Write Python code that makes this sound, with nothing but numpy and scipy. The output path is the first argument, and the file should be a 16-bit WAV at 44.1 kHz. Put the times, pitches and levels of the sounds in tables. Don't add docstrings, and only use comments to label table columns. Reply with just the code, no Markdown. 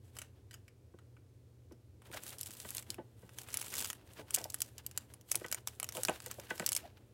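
import sys
import numpy as np
from scipy import signal
from scipy.fft import rfft, irfft
from scipy.io import wavfile
from scipy.ndimage import uniform_filter1d

SR = 44100
rng = np.random.default_rng(int(sys.argv[2]) if len(sys.argv) > 2 else 0)


def master_out(mix):
    frames = np.transpose(np.atleast_2d(mix))
    ceiling = np.clip(frames, -1, 1)
    pcm = np.round(ceiling * 32767).astype(np.int16)
    wavfile.write(sys.argv[1], SR, pcm)


N = 314433
TIME = np.arange(N) / SR
TURN_S = 2.05


def from_db(db):
    return 10 ** (np.asarray(db) / 20)


def unit_rms(x):
    return x / np.sqrt(np.mean(x ** 2) + 1e-20)


def band(x, low_hz, high_hz, order=3):
    return signal.sosfilt(signal.butter(order, [low_hz, high_hz], "band", fs=SR, output="sos"), x)


def colour(x, spectrum):
    hz, db = np.transpose(spectrum)
    bin_hz = np.maximum(np.arange(N // 2 + 1) * SR / N, 1)
    curve_db = np.interp(np.log(bin_hz), np.log(hz), db)
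    return unit_rms(irfft(rfft(x) * from_db(curve_db), N))


def drift(per_s):
    knots = np.arange(0, N / SR + 1, 1 / per_s)
    return unit_rms(np.interp(TIME, knots, rng.standard_normal(len(knots))))


def ring(x, hz, t60):
    r, w = from_db(-60 / (t60 * SR)), 2 * np.pi * hz / SR
    return signal.lfilter([0, np.sin(w)], [1, -2 * r * np.cos(w), r * r], x + 1e-18)


def grain_energy(per_s, spread_db, max_spreads, decay_s):
    sizes = from_db(spread_db * np.minimum(rng.exponential(1, N), max_spreads))
    grains = sizes * (rng.random(N) < per_s / SR)
    return signal.lfilter([1], [1, -np.exp(-1 / (decay_s * SR))], grains ** 2 + 1e-18)


def place_hits(sounds, starts_s, levels_db, edges_hz, attack_samples):
    shaped, track = 0, np.zeros(N)
    for low, high, level_db in zip(edges_hz, edges_hz[1:], levels_db):
        part = band(sounds, low, high)
        gain = from_db(level_db) / part[:, :attack_samples].std(axis=1)
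        shaped = shaped + part * gain[:, None]
    for start, hit in zip(starts_s, shaped):
        at = int(start * SR)
        track[at:at + len(hit)] += hit[:N - at]
    return track


# frequency in Hz, relative level in dB.
VENT_SPECTRUM = [(25, -21), (50, -15), (78, -0.5), (110, -1), (160, -18), (300, -15.5), (480, -19),
                 (700, -30), (1100, -36.5), (1800, -39), (3000, -41), (9000, -44), (16000, -48)]


def background(vent_db=-61, hum_hz=120, hum_db=-62.0):
    vent = from_db(vent_db) * colour(rng.standard_normal(N), VENT_SPECTRUM)
    hum = from_db(hum_db + 1.4 * drift(15)) * np.sin(2 * np.pi * hum_hz * TIME)
    return vent + hum


def room(x, early_db=-13.5, early_s=0.0029, tail_db=-16.5, t60=0.23, treble_db=-23.0, treble_t60=0.18):
    t = np.arange(SR // 2) / SR
    noises = rng.standard_normal((3, len(t))) * (1 - np.exp(-(t / 0.0031) ** 2))
    decays_s = (early_s, t60 / np.log(1000), treble_t60 / np.log(1000))
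    early, late, treble = [unit_rms(noise * np.exp(-t / decay)) / np.sqrt(len(t))
                           for noise, decay in zip(noises, decays_s)]
    tail = band(late, 120, 3600, order=1) + from_db(treble_db) * band(treble, 3200, 13550, order=1)
    return signal.fftconvolve(x, from_db(early_db) * early + from_db(tail_db) * tail)[:N]


def stroke_db(start, end, swell_db_per_s=526, fade_db_per_s=258):
    return -swell_db_per_s * np.maximum(start - TIME, 0) - fade_db_per_s * np.maximum(TIME - end, 0)


# time in seconds, level in
# dB before the film and paper trims.
HAND_SLIDE = [(3.489, -54.5), (3.6, -58.5), (3.7, -55), (3.775, -42.5), (3.84, -47.5), (3.9, -57),
              (3.99, -81.5)]
# start in seconds, hold in seconds, film hiss in dB,
# paper rub in dB.
BRUSH_STROKES = [(0.047, 0.041, -75, -78), (0.157, 0.057, -65, -64), (0.364, 0.017, -99, -76),
                 (0.53, 0.006, -71.5, -74), (2.056, 0.06, -71.5, -62.5), (2.146, 0.028, -52, -52.5),
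                 (2.233, 0.057, -51.5, -58.5), (2.326, 0.021, -55.5, -56.5), (2.404, 0.21, -57.5, -68),
                 (2.46, 0.073, -53, -73), (2.618, 0.18, -54.5, -61.5), (2.886, 0.0287, -62, -60),
                 (3.181, 0.13, -71, -76.5), (3.298, 0.074, -63, -71), (3.375, 0.068, -57.5, -61),
                 (3.94, 0.15, -87, -66), (4.068, 0.09, -68.5, -65.5), (4.166, 0.024, -61.5, -56),
                 (4.284, 0.05, -62, -63), (4.346, 0.1, -54, -60.5), (4.493, 0.19, -60.5, -65.5),
                 (4.755, 0.045, -72.5, -69), (4.85, 0.06, -68.5, -69), (4.96, 0.063, -66.5, -65),
                 (5.111, 0.012, -67, -63), (5.298, 0.068, -55.5, -69), (5.404, 0.17, -65, -61),
                 (5.686, 0.052, -63, -69), (5.8, 0.097, -65, -64.5), (5.944, 0.065, -52, -56.5),
                 (6.056, 0.096, -57, -55.5), (6.227, 0.15, -59, -61.5), (6.38, 0.067, -62.5, -59),
                 (6.504, 0.29, -58.5, -56.5), (6.811, 0.051, -74.5, -60), (6.97, 0.03, -88, -68.5)]


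def handling(film_trim_db=2, paper_trim_db=-4, creep_film_db=-82.5, creep_paper_db=-80.5):
    times, levels_db = np.transpose(HAND_SLIDE)
    slide = np.interp(TIME, times, levels_db) + stroke_db(times[0], times[-1])
    creep = stroke_db(TURN_S, TIME[-1])
    film_db = np.maximum(slide + film_trim_db, creep + creep_film_db)
    paper_db = np.maximum(slide + paper_trim_db, creep + creep_paper_db)
    for start, hold, hiss_db, rub_db in BRUSH_STROKES:
        shape = stroke_db(start, start + hold)
        film_db = np.maximum(film_db, hiss_db + shape)
        paper_db = np.maximum(paper_db, rub_db + shape)
    return film_db, paper_db


def friction(level_db, spectrum, slips_per_s, spread_db, smooth_db, clump_db, grain_s):
    energy = grain_energy(slips_per_s, spread_db, max_spreads=4, decay_s=grain_s)
    texture = np.sqrt(energy / energy.mean() + from_db(smooth_db) ** 2)
    grip = unit_rms(texture * from_db(clump_db * drift(45)))
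    sticking = np.clip((level_db + 78) / 10, 0, 1)
    force = np.sqrt(sticking * grip ** 2 + 1 - sticking)
    return from_db(level_db) * colour(force * rng.standard_normal(N), spectrum)


# frequency in Hz, relative level in dB.
FILM_SPECTRUM = [(2000, -10.5), (3500, -1.5), (5500, -7.5), (8000, 0), (10800, -1), (13000, -2.5),
                 (16000, -6)]
PAPER_SPECTRUM = [(500, -7), (1000, -6.5), (1600, -2.5), (2200, -6), (2900, -4.5), (3800, -8.5),
                  (8000, -18.5)]
DRAG_SPECTRUM = [(120, -7), (250, -1), (450, -2.5), (700, -7.5), (1000, -10), (2000, -54)]


def rubbing(film_db, paper_db):
    film = friction(film_db, FILM_SPECTRUM, slips_per_s=500, spread_db=6.5,
                    smooth_db=-2.0, clump_db=3.0, grain_s=0.0013)
    paper = friction(paper_db, PAPER_SPECTRUM, slips_per_s=460, spread_db=4.5,
                     smooth_db=-1.5, clump_db=4.0, grain_s=0.002)
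    drag_db = -63 + 0.55 * (paper_db + 58)
    drag = from_db(drag_db) * colour(rng.standard_normal(N), DRAG_SPECTRUM)
    return film + paper + drag


def finger_squeak(at_s=6.855, width_s=0.016, hz=650, level_db=-51.0, waver=0.0595, rough_db=5.0):
    phase = 2 * np.pi * np.cumsum(hz * (1 + waver * drift(200))) / SR
    envelope = np.exp(-((TIME - at_s) / width_s) ** 2)
    return from_db(level_db + rough_db * drift(250)) * envelope * np.sin(phase)


# frequency in Hz, relative gain in dB, seconds to fall 60 dB.
COVER_MODES = [(234, 0, 0.031), (334.6, -1.5, 0.03), (511.6, 5, 0.036), (619, 6, 0.021), (771, 1, 0.029),
               (865, -4, 0.07), (1035, -17.5, 0.05), (1490, -4, 0.054), (2000, -2, 0.03),
               (2780, -8.5, 0.026)]
# start in seconds, mid level in dB, bass and
# treble in dB relative to the mids, contact time in seconds.
BOARD_BUMPS = [(0.939, -62, 4.5, -19, 0.003), (1.71, -61.5, 7, -13, 0.014), (2.096, -62, 6, -20, 0.006),
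               (2.142, -50.5, -17, -6, 0.006), (2.486, -66, 5.5, -6, 0.006), (2.648, -54, -1, -1.5, 0.004),
               (2.893, -68, 13.5, -6, 0.004), (2.982, -47, 0.5, -12.5, 0.016), (3.225, -62, 4, -9, 0.035),
               (4.189, -51, -2, -11, 0.018), (4.371, -46.5, -11, -3, 0.02), (4.403, -51.5, -7, -18, 0.012),
               (4.451, -47.5, -28, -14, 0.002), (5.357, -58, 4, -18, 0.012), (5.412, -50, -2, -12, 0.003),
               (5.444, -48.5, -3.5, 2.5, 0.005), (5.95, -50, -7, -14, 0.008),
               (5.972, -43.5, -9.5, -14.5, 0.012), (6.085, -40, -0.5, -1.5, 0.002),
               (6.092, -34, -16, -16, 0.0024), (6.263, -52, -19, -7, 0.004), (6.382, -49.5, -9, -20, 0.008),
               (6.507, -43.5, -5, 5, 0.003), (6.597, -43.5, -0.5, -1, 0.003), (6.622, -47.5, -4, -4, 0.004)]


def board_knocks(settle_db=-18.0, settle_s=0.019, modes_db=-0.5):
    starts_s, mid_db, bass_db, treble_db, contact_s = np.transpose(BOARD_BUMPS)
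    t = np.arange(8192) / SR
    force = np.exp(-t / contact_s[:, None]) + from_db(settle_db) * np.exp(-t / settle_s)
    bursts = rng.standard_normal(force.shape) * force
    covers = sum(from_db(db) * (-1) ** k * ring(bursts, hz, t60)
                 for k, (hz, db, t60) in enumerate(COVER_MODES))
    sounds = unit_rms(band(bursts, 160, 4800, order=1)) + from_db(modes_db) * unit_rms(covers)
    levels_db = (mid_db + bass_db, mid_db, mid_db + treble_db)
    return place_hits(sounds, starts_s, levels_db, edges_hz=(140, 380, 1100, 3000), attack_samples=880)


# centre in Hz, width in Hz, gain in dB.
JACKET_RESONANCES = [(1150, 2000, -5), (2980, 710, 1.5), (5480, 2300, 5), (7340, 1900, 7), (10220, 1400, 3),
                     (13200, 810, 1.5)]


def jacket_tone(x, direct_db=-11.5):
    tone = from_db(direct_db) * x
    for hz, width, db in JACKET_RESONANCES:
        r, w = np.exp(-np.pi * width / SR), 2 * np.pi * hz / SR
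        resonance = signal.lfilter((1 - r * r) / 2 * np.array([1, 0, -1]),
                                   [1, -2 * r * np.cos(w), r * r], x)
        tone = tone + from_db(db) * resonance
    return unit_rms(tone)


def jacket_crackle(film_db, trim_db=-7.5, grain_s=0.00078):
    per_s = np.interp(film_db, [-81, -74, -58, -42], [0, 25, 60, 160])
    energy = grain_energy(per_s, spread_db=4.5, max_spreads=2.5, decay_s=grain_s)
    return from_db(film_db + trim_db) * jacket_tone(np.sqrt(energy) * rng.standard_normal(N))


# start in seconds, level of the 2.7-9 kHz crack in dB, body below
# it in dB relative to the crack, ring of the facet in Hz.
CREASE_POPS = [(0.167, -53, -0.5, 6540), (0.187, -46.5, -3, 8400), (0.2173, -49, -1, 7000),
               (0.51, -56.5, -1.5, 4960), (0.531, -61, -3, 5000), (0.5407, -53, -2.5, 6840),
               (0.68, -63.5, 3, 5860), (0.9871, -68.5, 6, 4320), (1.167, -79.5, 14.5, 2560),
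               (1.7214, -66.5, -6, 6170), (2.019, -70, 8, 8900), (2.115, -61.5, 7, 9000),
               (2.2353, -50, -10, 9500), (2.384, -50.5, -22, 9440), (2.3916, -53, -24, 9200),
               (2.4111, -42.5, -20, 11700), (2.431, -44, -30, 8100), (2.5072, -52.5, -5.5, 8400),
               (2.6006, -47, -9, 7200), (2.7052, -46, -15, 11700), (2.749, -47, -12, 13100),
               (2.7682, -41.5, -17, 9700), (2.781, -39.5, -11, 5100), (2.8248, -53.5, -4, 7800),
               (2.9032, -36, -22, 5200), (2.943, -54.5, 1, 9800), (3.292, -60.5, 3.5, 5960),
               (3.3855, -42.5, -4.5, 6760), (3.486, -56, 6, 7800), (3.5417, -38, -6.5, 10800),
               (3.5714, -36.5, -15, 10700), (3.6141, -43.5, -2, 10800), (3.626, -50.5, 1, 9500),
               (3.739, -41, -3.5, 7000), (3.8455, -37.5, -7, 5400), (3.855, -43.5, -2.5, 6960),
               (3.9012, -38, -3, 7000), (3.9303, -48, -1, 9300), (4.3064, -44, -7.5, 9100),
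               (4.336, -50.5, -14, 6500), (4.342, -36.5, -12.5, 10600), (4.3458, -27, -27, 8300),
               (4.3508, -33, -19, 7600), (4.3606, -38.5, -13, 8800), (4.3846, -42, -19, 2980),
               (4.441, -40, -21, 6500), (4.5017, -44, -29, 7600), (4.5428, -39, -6, 11100),
               (4.6042, -43, -11, 10700), (4.6183, -31, -18, 7930), (4.7808, -47, -14.5, 6760),
               (4.8642, -42.5, -19, 12200), (4.912, -54, -7.5, 7500), (4.9757, -34, -11, 7900),
               (5.1379, -55, -5.5, 10600), (5.211, -60.5, -10, 7100), (5.3136, -45.5, -6, 9500),
               (5.3159, -29.5, -12, 8400), (5.3232, -46, -31, 13000), (5.3463, -48.5, 6.5, 2600),
               (5.355, -32.5, -11.5, 10300), (5.4622, -50.5, -2, 6530), (5.4833, -52.5, -9, 6300),
               (5.515, -41, -7, 8700), (5.525, -33, -7, 7500), (5.5453, -38, -6, 9000),
               (5.6731, -35, -8.5, 7000), (5.683, -47, -6, 5640), (5.7989, -42, -2.5, 11600),
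               (5.829, -39.5, -1.5, 9200), (5.843, -41, -5.5, 7600), (5.8893, -40, -9, 6500),
               (5.923, -47.5, -7, 7200), (5.9691, -44.5, 2.5, 9100), (6.0335, -35, -11, 9250),
               (6.05, -31.5, -10, 5900), (6.0837, -37.5, 2.5, 3230), (6.0953, -44.5, 4, 10100),
               (6.202, -48.5, -3.5, 5000), (6.2612, -44.5, -8.5, 8500), (6.3127, -42.5, -6.5, 8300),
               (6.3979, -49, -3, 6940), (6.504, -47, -1, 3000), (6.5785, -49, -4.5, 5500),
               (6.5966, -39, -2, 4930), (6.6625, -29, -21, 8000), (6.676, -43.5, -5, 5700),
               (6.69, -33, -16, 8500), (6.7192, -36.5, -8.5, 11000), (6.7293, -35, -28, 8000),
               (6.75, -37, -18, 9250), (6.764, -31, -12.5, 7400), (6.7746, -44.5, -7.5, 11100)]


def jacket_snaps(flip_s=0.00087, shiver_db=-6.0, shiver_s=0.0036, flutter_db=4.5, facet_db=-6.5):
    starts_s, crack_db, body_db, facet_hz = np.transpose(CREASE_POPS)
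    t = np.arange(2048) / SR
    noise = rng.standard_normal((len(starts_s), 2, len(t)))
    flutter = unit_rms(uniform_filter1d(noise[:, 0], size=60, axis=1))
    flip = np.exp(-(t / flip_s - 1) ** 2)
    shiver = from_db(shiver_db + flutter_db * flutter) * np.exp(-t / shiver_s)
    bursts = noise[:, 1] * (flip + shiver)
    sounds = np.array([jacket_tone(burst) + from_db(facet_db) * unit_rms(ring(burst, hz, t60=0.0025))
                       for burst, hz in zip(bursts, facet_hz)])
    top_db = 9.5 * np.log2(facet_hz / 7950)
    levels_db = (crack_db + body_db, crack_db, crack_db + top_db)
    return place_hits(sounds, starts_s, levels_db, edges_hz=(520, 2700, 9000, 16500), attack_samples=220)


def scene(facing_away_send_db=10.5, boards_send_db=-0.5):
    film_db, paper_db = handling()
    jacket = jacket_snaps() + jacket_crackle(film_db)
    boards = board_knocks() + finger_squeak()
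    room_send = jacket * from_db(facing_away_send_db * (TIME < TURN_S)) + from_db(boards_send_db) * boards
    return (jacket + boards + room(room_send) + rubbing(film_db, paper_db) + background())[None]


def record(dry, low_cut_hz=42, high_cut_hz=15900):
    thinned = signal.sosfilt(signal.butter(4, low_cut_hz, "high", fs=SR, output="sos"), dry)
    return signal.sosfilt(signal.ellip(8, .3, 70, high_cut_hz, fs=SR, output="sos"), thinned)


dry = scene()
out = record(dry)
master_out(out)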